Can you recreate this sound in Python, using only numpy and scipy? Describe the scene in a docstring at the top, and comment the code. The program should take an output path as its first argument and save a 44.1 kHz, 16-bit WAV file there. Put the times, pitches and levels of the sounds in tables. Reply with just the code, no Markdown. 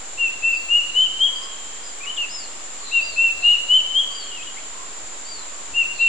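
"""A drongo-cuckoo on a bare branch whistles clear notes that climb the scale in phrases of five.
Each microphone of a stereo pair catches its own echoes from the branches, the ground and the trees.
Farther off, one bird gives thin arched whistles, another rasps and a third warbles twice; low calls
carry from far away. Every voice is a syrinx sounding a near sine with a trembling pitch.
All around, insects keep up a high whine over the soft rush of distant foliage and a faint rumble."""
import sys
import numpy as np
from scipy import signal
from scipy.fft import rfft, irfft
from scipy.io import wavfile
from scipy.ndimage import uniform_filter1d, map_coordinates

SR = 44100
rng = np.random.default_rng(int(sys.argv[2]) if len(sys.argv) > 2 else 0)


def generate_wav(signal):
    """Clip the signal to [-1, 1] and save it as 16-bit WAV at the path in sys.argv[1]."""
    frames = np.transpose(np.atleast_2d(signal))
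    scaled = np.clip(frames, -1, 1) * 32767
    pcm = np.round(scaled).astype(np.int16)
    wavfile.write(sys.argv[1], SR, pcm)


N = 268304
TIME = np.arange(N) / SR
BIN_HZ = np.arange(N // 2 + 1) * SR / N

# how alike air and insects are at the two microphones: frequency_hz, correlation
MIC_CORRELATION = [(40, 0.71), (200, .18), (1200, 0.26), (4000, 0.078), (6300, -0.25), (7400, 0.095),
                   (10000, -0.024)]
# spectrum of the open air: frequency_hz, relative_db
AIR_SPECTRUM = [(25, -2), (60, -7.5), (130, -10), (280, -2), (600, 0.5), (850, -0.5), (1100, 0.5),
                (1500, -2), (2800, -2.5), (4300, -4.5), (5300, -6), (8500, -11), (10500, -15.5)]
# bands of the insect chorus: centre_hz, width_hz, level_db
INSECT_BANDS = [(7097, 130, -43.5), (7430, 140, -46.5), (7280, 840, -39), (6920, 1400, -44),
                (4670, 140, -74.5)]
# rise and fall of the rumble: time_s, level_db
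RUMBLE_LEVELS = [(0, -66), (.45, -60.5), (1.2, -65.5), (1.4, -78), (2.8, -72), (2.95, -58.5), (3.5, -61.5),
                 (4.2, -64), (5.6, -73), (5.78, -57), (6.08, -61)]
# low calls from far away: start_s, length_s, pitch_hz, level_db
DISTANT_CALLS = [(0, 0.053, 758, -48.5), (1.28, 0.08, 1075, -53.5), (1.375, 0.056, 1100, -49),
                 (1.97, 0.13, 1115, -52.5), (2.774, 0.055, 1100, -51), (2.946, 0.29, 639.6, -55),
                 (3.297, 0.19, 749, -54.5), (3.556, 0.26, 631, -57.5), (4.07, 0.048, 1127, -51),
                 (4.698, 0.068, 1255, -57), (4.711, 0.13, 1063, -50.5), (5.373, 0.036, 1290, -49),
                 (5.398, 0.044, 1035, -50.5), (5.474, 0.15, 1170, -56)]
# the cuckoo's notes: start_s, length_s, pitch_after_scoop_hz, crest_hz, level_db, attack_s
CUCKOO_NOTES = [(.174, 0.11, 2820, 2715, -18, 0.045), (0.42, 0.14, 2702, 2706, -17, 0.032),
                (0.685, 0.13, 2797, 2882, -14.5, 0.041), (0.943, 0.13, 2962, 3122, -14.5, 0.032),
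                (1.188, 0.095, 3122, 3295, -14.5, 0.032), (2.912, 0.1, 2792, 2723, -15.5, 0.046),
                (3.161, 0.14, 2696, 2733, -15, 0.034), (3.424, 0.14, 2806, 2887, -12.5, 0.032),
                (3.682, .127, 2942, 3110, -12.5, 0.033), (3.929, 0.099, 3088, 3316, -15.5, 0.039),
                (5.737, 0.1, 2826, 2745, -15.5, 0.05), (5.986, 0.12, 2740, 2721, -15.5, 0.032)]
# its higher notes fall further and more evenly: crest_hz, end_to_crest_ratio, curvature
CUCKOO_FALLS = [(2704, .922, 2.75), (2887, .91, 2), (3320, .875, 1.69)]
# echoes off nearby branches and the ground at each microphone: delay_ms, level_db
LEFT_MIC_ECHOES = [(7.3, -29), (21.4, -22), (33.1, -14.5)]
RIGHT_MIC_ECHOES = [(5.6, -15.5), (17.9, -9), (36.7, -12.5)]
# thin arched whistles: start_s, length_s, top_hz, level_db, arch_depth (0-1)
ARCHED_WHISTLES = [(0.504, 0.18, 4720, -47, 0.5), (1.335, 0.11, 4840, -44.5, .3),
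                   (1.415, .07, 5050, -44.5, .35), (1.821, 0.1, 5020, -44.5, .55),
                   (2.291, .17, 5230, -35.5, 0.99), (3.004, .175, 4830, -37, .8),
                   (4.104, 0.18, 4770, -38, 0.63), (5.246, 0.19, 4760, -38.5, 0.86)]
# one arch at full depth: share_of_length, below_top_octaves, relative_db
ARCH_CONTOUR = [(0, .16, -11), (.14, .04, -3), (.29, 0, 0), (.46, .035, 0), (.71, .18, -6), (1, .32, -11)]
# falling rasps: start_s, length_s, level_db
RASP_CALLS = [(0.798, 0.2, -46.5), (2.776, .19, -36), (3.354, 0.16, -37.5), (5.919, 0.15, -36)]
# the fall of one rasp: share_of_length, pitch_hz, relative_db
RASP_CONTOUR = [(0, 4480, -12), (.25, 4360, -7), (.5, 4080, 0), (.7, 3940, -1), (1, 3600, -9)]
# warbles in the undergrowth: start_s, length_s, entry_hz, held_hz, exit_hz, level_db
WARBLE_SYLLABLES = [(2, 0.022, 2410, 2390, 2390, -34.5), (2.02, 0.041, 2470, 2570, 1970, -34.5),
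                    (2.058, 0.035, 2666, 2900, 2990, -28), (2.085, 0.031, 2827, 3050, 2910, -25),
                    (2.163, .088, 3795, 2830, 2570, -24), (4.285, .022, 2840, 3050, 3180, -38),
                    (4.303, .102, 3100, 2860, 2415, -36), (4.398, 0.041, 2424, 2600, 3620, -36.5),
                    (4.453, 0.05, 3420, 2950, 2870, -36), (4.556, 0.038, 1810, 2150, 2750, -39)]


def from_db(db):
    """Decibels to gain."""
    return 10 ** (np.asarray(db) / 20)


def unit_power(x):
    """Scale to an RMS of one."""
    return x / np.sqrt(np.mean(x ** 2) + 1e-20)


def across_spectrum(points):
    """Spread a table over the frequency bins, on a log axis."""
    knots_hz, values = np.transpose(points)
    return np.interp(np.log(BIN_HZ + 1), np.log(knots_hz), values)


def drift(rate_hz, size):
    """Smooth random wander with a spread near one."""
    steps = np.arange(size) * rate_hz / SR
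    return map_coordinates(rng.standard_normal(size // 4), [steps + 2], order=3, mode="wrap")


def diffuse_noise(spectrum):
    """Unit-power noise from all around, only partly alike at the two microphones."""
    alike = np.clip(across_spectrum(MIC_CORRELATION), -1, 1)
    mid, side = rfft(rng.standard_normal((2, N)))
    pair = np.sqrt(1 + alike) * mid + np.sqrt(1 - alike) * side * [[1], [-1]]
    return unit_power(irfft(spectrum * pair, N))


def syllable(times, pitch_hz, level_db, glide_s=0.019, fade_s=0.0017):
    """One bird syllable: its sample indices, its smoothly gliding pitch and its envelope."""
    span = np.flatnonzero((TIME >= times[0]) & (TIME <= times[-1]))
    t = TIME[span]
    pitch = uniform_filter1d(np.interp(t, times, pitch_hz), int(glide_s * SR), mode="nearest")
    edges = np.clip(np.minimum(t - times[0], times[-1] - t) / fade_s, 0, 1)
    return span, pitch, from_db(np.interp(t, times, level_db)) * np.sin(edges * np.pi / 2) ** 2


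def syrinx(pitch, jitter, jitter_rate_hz, overtones_db=()):
    """A bird's voice: a near sine whose pitch trembles by the fraction `jitter`."""
    trembling_hz = pitch * (1 + jitter * drift(jitter_rate_hz, len(pitch)))
    phase = 2 * np.pi * np.cumsum(trembling_hz) / SR
    return np.sqrt(2) * sum(from_db(db) * np.sin(k * phase) for k, db in enumerate((0, *overtones_db), 1))


def near_echoes(x, echoes):
    """Direct sound plus a few reflections, which beat against a gliding note."""
    return x + sum(from_db(db) * np.interp(TIME - ms / 1000, TIME, x, left=0) for ms, db in echoes)


def woods(x, early_db, late_db, early_t60_s=0.25, late_t60_s=1.93, build_s=0.023):
    """Scatter from near foliage dies fast, that from far trees lingers; each microphone gets its own."""
    t = TIME[:2 * SR]
    onset = 1 - np.exp(-(t / build_s) ** 2)
    response = 0
    for level_db, t60_s in ((early_db, early_t60_s), (late_db, late_t60_s)):
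        decay = onset * np.exp(-np.log(1000) * t / t60_s)
        response += from_db(level_db) * decay / np.linalg.norm(decay) * rng.standard_normal((2, len(t)))
    return signal.fftconvolve(x[None], response, axes=1)[:, :N]


def panned(x, left_db):
    """Place a source by how much louder it is at the left microphone."""
    return x * from_db([[left_db / 2], [-left_db / 2]])


def open_air(level_db=-39):
    """The steady rush of distant foliage on every side."""
    return from_db(level_db) * diffuse_noise(from_db(across_spectrum(AIR_SPECTRUM)))


def insects(sway_db=0.62):
    """Countless insects around the microphones merge into a few bands of high whine."""
    chorus = np.zeros((2, N))
    for centre_hz, width_hz, level_db in INSECT_BANDS:
        resonance = 1 / (1 + (2 * (BIN_HZ - centre_hz) / width_hz) ** 4) ** 1.07
        chorus += from_db(level_db + sway_db * drift(rate_hz=51, size=N)) * diffuse_noise(resonance)
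    return chorus


def rumble(centre_hz=70, lumpy_db=4):
    """A faint, lumpy rumble that swells and sinks, partly shared by both microphones."""
    band = signal.butter(2, [centre_hz / 2, centre_hz * 2], "band", fs=SR, output="sos")
    left, right, shared = signal.sosfilt(band, rng.standard_normal((3, N)))
    level_db = np.interp(TIME, *np.transpose(RUMBLE_LEVELS)) + lumpy_db * drift(rate_hz=20, size=N)
    return from_db(level_db) * unit_power(np.array([left, right]) + shared)


def far_birds():
    """Calls from so far away that only their scattered sound reaches the microphones."""
    voice = np.zeros(N)
    for start, length, pitch_hz, level_db in DISTANT_CALLS:
        times = [start, start + length]
        span, pitch, envelope = syllable(times, [pitch_hz] * 2, [level_db] * 2, fade_s=0.005)
        voice[span] += envelope * syrinx(pitch, jitter=0.043, jitter_rate_hz=200)
    return woods(voice, early_db=6, late_db=0.5, build_s=0.011)


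def cuckoo(scoop_s=0.0225, scoop_ratio=0.925, crest_share=0.68, onset_db=-21, sag_db_per_s=20,
           fall_db=-13, octave_db=-46, octave_rise_db=24, twelfth_db=-37):
    """The nearest bird, left of centre: each note scoops up, slopes to its crest and drops ever faster."""
    voice = np.zeros(N)
    register_hz, end_ratios, curvatures = np.transpose(CUCKOO_FALLS)
    for start, length, knee_hz, crest_hz, level_db, attack_s in CUCKOO_NOTES:
        t = np.linspace(0, length, num=64)
        crest_s = crest_share * length
        curvature = np.interp(crest_hz, register_hz, curvatures)
        end_ratio = np.interp(crest_hz, register_hz, end_ratios)
        scoop = np.clip(1 - t / scoop_s, 0, 1) ** 1.5
        fall = np.clip((t - crest_s) / (length - crest_s), 0, 1) ** curvature
        slope_hz = np.interp(t, [scoop_s, crest_s], [knee_hz, crest_hz])
        contour_hz = slope_hz * scoop_ratio ** scoop * end_ratio ** fall
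        swell_db = onset_db * np.clip(1 - t / attack_s, 0, 1) ** 1.6
        sag_db = sag_db_per_s * np.maximum(t - attack_s, 0)
        # as the pitch drops away, the note weakens and its octave comes out
        note_db = level_db + swell_db - sag_db + fall_db * fall
        span, pitch, envelope = syllable(start + t, contour_hz, note_db)
        overtones_db = (octave_db + octave_rise_db * np.interp(TIME[span], start + t, fall), twelfth_db)
        tone = syrinx(pitch, jitter=0.0054, jitter_rate_hz=223.7, overtones_db=overtones_db)
        voice[span] += envelope * tone
    near = np.array([near_echoes(voice, LEFT_MIC_ECHOES), near_echoes(voice, RIGHT_MIC_ECHOES)])
    scatter = woods(voice, early_db=-9, late_db=-13.5, early_t60_s=0.46, build_s=0.028)
    return panned(near, left_db=4) + scatter


def arching_bird(flutter_db=2):
    """Farther off, thin and slightly ragged whistles rise and fall in an arch."""
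    voice = np.zeros(N)
    share, octaves, shape_db = np.transpose(ARCH_CONTOUR)
    for start, length, top_hz, level_db, depth in ARCHED_WHISTLES:
        times = start + share * length
        arch_hz = top_hz * 2 ** (-depth * octaves)
        span, pitch, envelope = syllable(times, arch_hz, level_db + shape_db, glide_s=0.012)
        flutter = from_db(flutter_db * drift(rate_hz=80, size=len(span)))
        voice[span] += envelope * flutter * syrinx(pitch, jitter=0.0044, jitter_rate_hz=400)
    return panned(voice, left_db=3.5) + woods(voice, early_db=-5.5, late_db=-13.5)


def rasping_bird(core_db=-9):
    """A falling note back in the trees: its thin core arrives direct, its rasp only as scatter."""
    core, rasp = np.zeros((2, N))
    share, contour_hz, shape_db = np.transpose(RASP_CONTOUR)
    for start, length, level_db in RASP_CALLS:
        span, pitch, envelope = syllable(start + share * length, contour_hz, level_db + shape_db)
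        core[span] += envelope * syrinx(pitch, jitter=0.014, jitter_rate_hz=500)
        rasp[span] += envelope * syrinx(pitch, jitter=0.05, jitter_rate_hz=1200)
    scatter = woods(rasp, early_db=-4.5, late_db=0, build_s=0.0062)
    return panned(from_db(core_db) * core + scatter, left_db=2.5)


def warbler(slide_s=0.0172, bend_share=0.6, entry_db=-16.5, exit_db=-6.5):
    """Quick liquid syllables from the undergrowth: each slides onto a pitch, holds it and bends away."""
    voice = np.zeros(N)
    shape_db = np.array([entry_db, 0, 0, exit_db])
    for start, length, entry_hz, held_hz, exit_hz, level_db in WARBLE_SYLLABLES:
        bend_s = bend_share * length
        times = start + np.array([0, min(slide_s, bend_s), bend_s, length])
        contour_hz = [entry_hz, held_hz, held_hz, exit_hz]
        span, pitch, envelope = syllable(times, contour_hz, level_db + shape_db, glide_s=0.005)
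        voice[span] += envelope * syrinx(pitch, jitter=0.009, jitter_rate_hz=660)
    return panned(voice, left_db=5) + woods(voice, early_db=-4, late_db=-15.5, build_s=0.0069)


def scene():
    """The woods from one spot: birds near and far over air, insects and a faint rumble."""
    birds = cuckoo() + arching_bird() + warbler() + rasping_bird() + far_birds()
    return birds + open_air() + insects() + rumble()


def record(dry):
    """The recorder cuts the top steeply and has a small constant offset."""
    cutoff_hz, offset = 10600, 0.0138
    lowpass = signal.ellip(12, 0.1, 80, cutoff_hz, fs=SR, output="sos")
    return signal.sosfilt(lowpass, dry) + offset


dry = scene()
out = record(dry)
generate_wav(out)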